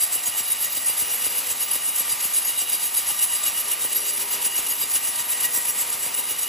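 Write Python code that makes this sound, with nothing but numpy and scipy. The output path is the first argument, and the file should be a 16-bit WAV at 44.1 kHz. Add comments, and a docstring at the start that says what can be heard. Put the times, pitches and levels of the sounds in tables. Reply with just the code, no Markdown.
"""A band saw whines and hisses through a log in an open sawmill, a couple of metres from a phone.
The teeth whine on multiples of their passing rate and tear chips with a bright noise; both surge twice
per loop of the blade. Wheels, guides and the shed roar behind, as filtered noise with ringing parts.
Each surge also strikes the log's resonances with a knock or thud, and loose wood gives one hollow tock."""
import sys
import numpy as np
from scipy import signal
from scipy.fft import rfft, irfft
from scipy.io import wavfile
from scipy.ndimage import uniform_filter1d

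SR = 44100
rng = np.random.default_rng(int(sys.argv[2]) if len(sys.argv) > 2 else 0)


def materialize(psi):
    """Save the field psi as 16-bit PCM at rate SR to the path in sys.argv[1].

    A 1-D psi becomes a single channel; in a 2-D psi each row is a channel.
    """
    bounded = np.clip(np.atleast_2d(psi).T, -1, 1)
    quanta = np.round(bounded * 32767).astype(np.int16)
    wavfile.write(sys.argv[1], SR, quanta)


def gain_from_db(level_db):
    """Convert decibel levels to linear amplitude factors (20 dB per decade)."""
    decades = np.asarray(level_db, float) / 20
    return 10 ** decades


N = 285768
T = np.arange(N) / SR
HZ = np.maximum(np.fft.rfftfreq(N, 1 / SR), 1)
LOOP_HZ, TOOTH_HZ = 4.0622, 958.4  # turns of the blade and passing teeth per second


def level(x, db):
    """Root-mean-square scaling: set the rms level in dB re full scale."""
    return x * gain_from_db(db) / np.sqrt(np.mean(x ** 2))


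def over_hz(table, axis=1):
    """Logarithmic frequency scale: interpolate one column of a table over it."""
    points = np.array(table)
    return np.interp(np.log(HZ), np.log(points[:, 0]), points[:, axis])


def colour(x, table):
    """Linear filtering: weight the spectrum by a curve in dB."""
    return irfft(rfft(x) * gain_from_db(over_hz(table)), N)


def ring(hz, width_hz, firm=0.):
    """Resonance driven by noise: a tone of wandering level and phase; firm 1 stills the level; rms 1."""
    resonance = 1 / (1 + 2j * (HZ - hz) / width_hz)
    z = np.fft.ifft(rfft(rng.standard_normal(N)) * resonance, N)  # real part and envelope in one
    return level(z.real / np.abs(z) ** np.clip(firm, 0, 1), 0)


def walk(rate_hz):
    """Slow random modulation: levels drawn at a rate and smoothed twice; spread 1."""
    hold = int(SR / rate_hz)
    steps = np.repeat(rng.standard_normal(N // hold + 1), hold)
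    smooth = uniform_filter1d(uniform_filter1d(steps, hold), hold)[:N]
    return smooth / smooth.std()


# bends and high teeth of the band that bite deeper: place_loops, level_db, rise_loops, fall_loops
BAND_BENDS = [(0.06, -5, .02, 0.031), (0.125, -1.5, 0.029, 0.047), (0.46, -16, .06, .03),
              (0.545, -4, 0.038, 0.022), (0.62, -2.5, 0.028, 0.047), (0.975, -4, 0.02, 0.014)]


def bite_db():
    """Periodic modulation: the same bends and high teeth of the band return on every loop."""
    straight_db = -9  # bite of the straight parts of the band
    power = gain_from_db(straight_db) ** 2
    for place, db, rise, fall in BAND_BENDS:
        past = (T * LOOP_HZ - place + .5) % 1 - .5  # loops since the bend passed
        bump = np.exp(-.5 * (past / np.where(past < 0, rise, fall)) ** 2)
        power = power + gain_from_db(db) ** 2 * bump
    return 10 * np.log10(power)


def surge_times():
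    """Periodicity: two surges, evenly spaced, for every loop of the blade."""
    first_s = .029
    return np.arange(first_s, N / SR - .01, .5 / LOOP_HZ)


# cutting level as the log feeds through: start_s, level_db
CUT_LEVEL = [(0, -18.5), (0.5, -21.5), (1.0, -19.5), (1.8, -20.5), (2.4, -19.5), (3.3, -19), (3.8, -19.8),
             (4.5, -20), (5.4, -18), (5.9, -21), (6.48, -20.5)]
# surges that stand out, against the cutting level: start_s, level_db
ODD_SURGES = [(0.643, 1.7), (0.891, 1), (1.875, -0.8), (2, 2.5), (2.245, 0.8), (3.229, 1), (3.599, 1),
              (5.076, 0.5), (5.199, -2.5), (5.446, 0), (5.936, -2)]


def cutting_db():
    """Amplitude modulation: no two surges are equally strong, and some stand out."""
    scatter_db = 0.1
    s = surge_times()
    db = np.interp(s, *np.transpose(CUT_LEVEL)) + scatter_db * rng.standard_normal(len(s))
    for at, odd_db in ODD_SURGES:
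        nearest = np.abs(s - at).argmin()
        db[nearest] += odd_db
    return np.interp(T, s, db)


# relative level of the whine as bark and thickness change: start_s, deep_level_db, bright_level_db
WHINE_LEVELS = [(0, -2, -0.5), (0.6, 0.5, 0), (1.1, -2.5, -1), (1.9, 0.5, 0.5), (2.5, -3, 1.5),
                (3.0, -2.5, 2.5), (3.24, 1.5, 1.5), (3.51, -2.5, 3), (3.78, -3, -3.5), (4.05, -3, 0.5),
                (4.32, 3.5, -0.5), (4.6, -1, -3), (5.13, 4, -0.5), (5.4, 7, 2), (5.67, 1, -4.5),
                (5.94, 0, -7), (6.21, .5, 1), (6.48, -6, -1)]
# low tooth multiples and their shares of the bite and of the two whine curves:
# multiple, level_db, bite_share, deep_share, bright_share
LOW_TEETH = [(1, -48.5, 0.25, 0.84, 0.11), (2, -47, .25, 0.93, 0.22), (3, -40.5, 0.63, 0, 0.82),
             (4, -45.5, 0.81, 0.064, 1.14), (5, -45, 1, 0.049, 0.85)]


def low_teeth(bite, in_step_db):
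    """Harmonics of the tooth-passing rate: noise-broadened tones, the higher the wider."""
    s, deep_db, bright_db = np.transpose(WHINE_LEVELS)
    drift_db = 1.3
    out = 0
    for k, db, depth, deep, bright in LOW_TEETH:
        hz = round(k) * TOOTH_HZ
        skirt = gain_from_db(-3.5) * ring(hz, 126.0)  # rough noise around the tone
        tone = ring(hz, 10.3 + 4.3 * k, firm=0.41) + skirt
        slow_db = np.interp(T, s, deep * deep_db + bright * bright_db) + drift_db * walk(4)
        fast_db = depth * (bite + in_step_db) + 2.26 * walk(35)
        out = out + gain_from_db(db + slow_db) * level(gain_from_db(fast_db) * tone, 0)
    return out


# upper tooth multiples, against the cutting level: multiple, level_db
HIGH_TEETH = [(6, -22.5), (7, -19.5), (8, -14.5), (9, -9), (10, -6), (11, -11), (12, -10.5), (13, -10),
              (14, -20), (15, -20), (16, -15.5)]


def high_teeth(bite, cut_db, in_step_db):
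    """Upper harmonics: each wavers on its own, with a bandwidth proportional to its number."""
    out = 0
    for k, db in HIGH_TEETH:
        waver_db = 1.17 * bite + 0.35 * in_step_db + 3.12 * walk(40)
        out = out + gain_from_db(cut_db + db + waver_db) * ring(round(k) * TOOTH_HZ, 4.7 * k)
    return out


def teeth(bite, cut_db):
    """Harmonic excitation: many teeth cut at once, never evenly, so the multiples waver."""
    in_step_db = 1.73 * walk(20)  # moments when the teeth in the kerf strike together
    return low_teeth(bite, in_step_db) + high_teeth(bite, cut_db, in_step_db)


# relative spectrum of torn chips and the singing blade: frequency_hz, level_db (per Hz)
CHIP_SPECTRUM = [(500, -20), (1500, -15), (3400, -10), (4400, -12.5), (7200, -6.5), (8100, 1.5), (10100, 2),
                 (12000, -2), (13000, -1.5), (13900, -4), (14800, -10), (15400, -12)]


def chips(bite, cut_db):
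    """Fracture noise: dense uneven grains that follow the bite and flicker with the wood."""
    grains = rng.standard_normal(N) * gain_from_db(1.05 * rng.exponential(size=N))
    flicker_db = 1.9 * walk(60) + 0.42 * walk(300)
    hiss = level(colour(grains, CHIP_SPECTRUM), -4.5)
    return gain_from_db(cut_db + 0.83 * bite + flicker_db) * hiss


# relative spectrum of wheels, guides and shed: frequency_hz, level_db (per Hz)
ROAR_SPECTRUM = [(25, -26), (45, -26), (70, -20), (130, -13.5), (250, -10.5), (500, -7.5), (800, 0.5),
                 (1150, -2), (1650, -4), (2000, -0.5), (2400, 1), (3400, -3), (5000, -4), (9000, -7)]
# ringing parts of the frame and their share of the low hum curve:
# pitch_hz, width_hz, level_db, wander_db, hum_share
FRAME_PARTS = [(175.5, 16, -68.5, 1.5, 0.79), (261, 21, -61.5, 2., 0.45), (396, 15, -62, 1.5, 1.3),
               (494, 4.8, -57.5, 2, 0.82), (598, 14, -59, 2, .2), (728, 13, -62, 3, -0.76),
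               (1185, 14, -53.5, 2.5, 0.041), (1231, 82, -52, 0.5, 0.059)]
# relative level of the low hum as the carriage rolls on: start_s, level_db
HUM_LEVEL = [(0, -9), (0.6, -3), (1.2, 2), (2.2, -0.5), (3.24, -6), (3.85, 5), (4.3, 6.5), (4.7, 2.5),
             (5.2, -2), (5.6, 4), (6.48, 3)]


def roar(bite):
    """Broadband noise and resonance: roar leans a little on the bite; frame parts swell and fade."""
    swell_db = 0.098 * (bite - bite.mean()) + 0.21 * walk(1.4) + 1.0 * walk(13)
    out = gain_from_db(swell_db) * level(colour(rng.standard_normal(N), ROAR_SPECTRUM), -34.5)
    hum_db = np.interp(T, *np.transpose(HUM_LEVEL))
    for hz, width, db, wander_db, share in FRAME_PARTS:
        part_db = db + share * hum_db + wander_db * walk(1.85)
        out = out + gain_from_db(part_db) * ring(hz, width, firm=0.42)
    return out


def blows(loud, faint_db):
    """Impulse excitation: a faint blow of chance strength per surge, unless a loud one is close."""
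    s = surge_times()
    db = faint_db + 5 * rng.standard_normal(len(s))
    s = s + 0.00188 * rng.standard_normal(len(s))
    loud_s, loud_db = np.transpose(loud)
    apart_s = np.abs(s[:, None] - loud_s).min(axis=1)
    out = np.zeros(N)
    out[(s * SR).astype(int)] = gain_from_db(db) * (apart_s > .125 / LOOP_HZ)  # a quarter of the surge spacing
    out[(loud_s * SR).astype(int)] = gain_from_db(loud_db)
    return out


# relative resonances of the knocked log: pitch_hz, width_hz, level_db
LOG_MODES = [(308, 59, 2), (510, 150, 5), (830, 77, -3)]
# the loudest woody knocks: start_s, level_db (peak)
LOUD_KNOCKS = [(0.152, -37), (0.767, -36), (1.014, -38), (1.137, -39), (1.26, -32), (1.752, -34), (2, -33),
               (2.245, -36), (2.491, -39), (2.614, -35), (2.983, -38), (3.104, -39), (4.459, -35),
               (4.706, -36), (4.83, -36), (4.954, -35), (5.446, -39), (6.183, -35)]
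# the loudest low thuds: start_s, level_db (peak)
LOUD_THUDS = [(0.275, -43), (0.398, -44), (0.767, -50), (1.014, -42), (1.26, -48), (2.12, -42),
              (3.112, -47), (3.474, -45), (3.969, -47), (4.459, -48), (4.83, -49), (5.57, -46),
              (5.813, -49)]


def knocks():
    """Dispersion of bending waves: each surge bends the log, and low pitches arrive later than high."""
    dispersion = np.exp(-4j * np.pi * HZ * .135 / np.sqrt(HZ))  # delay .135 / sqrt(Hz) seconds
    thud = 1 / (1 + (HZ / 270.0) ** 4) / (1 + (42.0 / HZ) ** 4)
    knock = sum(gain_from_db(db) / (1 + 2j * (HZ - hz) / width) for hz, width, db in LOG_MODES)
    out = 0
    for loud, faint_db, modes in ((LOUD_THUDS, -54, thud), (LOUD_KNOCKS, -43.5, knock)):
        body = modes * dispersion
        peak = np.abs(irfft(body, N)).max()
        out = out + irfft(rfft(blows(loud, faint_db)) * body / peak, N)
    return out


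# hollow wooden tock: start_s, level_db (before onset and decay), pitch_hz, width_hz
WOOD_TOCKS = [(3.099, -24, 830, 45)]


def tocks():
    """Damped free vibration: a short ring of loose wood with a soft onset."""
    out = 0
    for s, db, hz, width in WOOD_TOCKS:
        age = np.maximum(T - s, 0)
        envelope = (1 - np.exp(-age / 0.0032)) * np.exp(-np.pi * width * age)
        out = out + gain_from_db(db) * envelope * np.sin(2 * np.pi * hz * age)
    return out


# stereo likeness and balance by frequency: frequency_hz, likeness (0-1), left_minus_right_db
STEREO_LIKENESS = [(40, .998, 0), (130, .93, .5), (290, .85, 2.3), (640, .45, 2.2), (1000, .35, 1.6),
                   (1500, .45, 1.2), (1900, .8, .4), (2200, 1, 0), (7300, 1, 0), (7900, .87, 0),
                   (8750, .998, 0), (9200, .998, 0), (10100, .9, 0), (10900, .995, 0), (11400, .995, 0),
                   (12200, .88, 0), (13000, .997, 0), (13450, .997, 0), (14300, .78, 0), (14900, .96, 0),
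                   (15100, 1, 0)]
# stereo phase by frequency: frequency_hz, left_lag_cycles
STEREO_LAG = [(0, 0), (500, -.09), (950, -.17), (1200, -.02), (1550, -.11), (2100, 0), (7300, 0),
              (7600, .14), (8870, .49), (9100, .51), (11150, 1), (13080, 1.485), (13420, 1.515),
              (14400, 1.78), (14800, 1.92), (15200, 2)]
# narrow dip in the brightness: centre_hz, width_hz, amplitude_share_lost
TREBLE_DIP = 9000, 600, .4


def scene():
    """Partial coherence: part of the sound is alike in left and right, part differs, by frequency."""
    bite, cut_db = bite_db(), cutting_db()
    direct, scattered = (rfft(teeth(bite, cut_db) + chips(bite, cut_db) + roar(bite)) for _ in range(2))
    like = np.clip(over_hz(STEREO_LIKENESS), 0, 1)
    shared = direct * np.sqrt((1 + like) / 2) + rfft(knocks() + tocks())
    apart = scattered * np.sqrt((1 - like) / 2)
    sign = np.array([[1], [-1]])  # left, right
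    balance = gain_from_db(sign * over_hz(STEREO_LIKENESS, axis=2) / 2)
    phase = np.exp(-1j * np.pi * sign * np.interp(HZ, *np.transpose(STEREO_LAG)))
    hz, width, share = TREBLE_DIP
    dip = 1 - share * np.exp(-((HZ - hz) / width * 2) ** 2)
    return irfft((shared + sign * apart) * balance * phase * dip, N)


def band_limit(x):
    """A steep low-pass at the top of the band."""
    return signal.sosfilt(signal.butter(12, 16810, fs=SR, output="sos"), x)


def record(dry):
    """Band limiting: the phone's microphone drops the deepest bass and the top is cut steeply."""
    bass_cut = signal.butter(3, 42., "high", fs=SR, output="sos")
    top_cut = signal.ellip(16, .2, 110, 15450, fs=SR, output="sos")
    mix = signal.sosfilt(top_cut, signal.sosfilt(bass_cut, dry))
    return band_limit(mix)


dry = scene()
out = record(dry)
materialize(out)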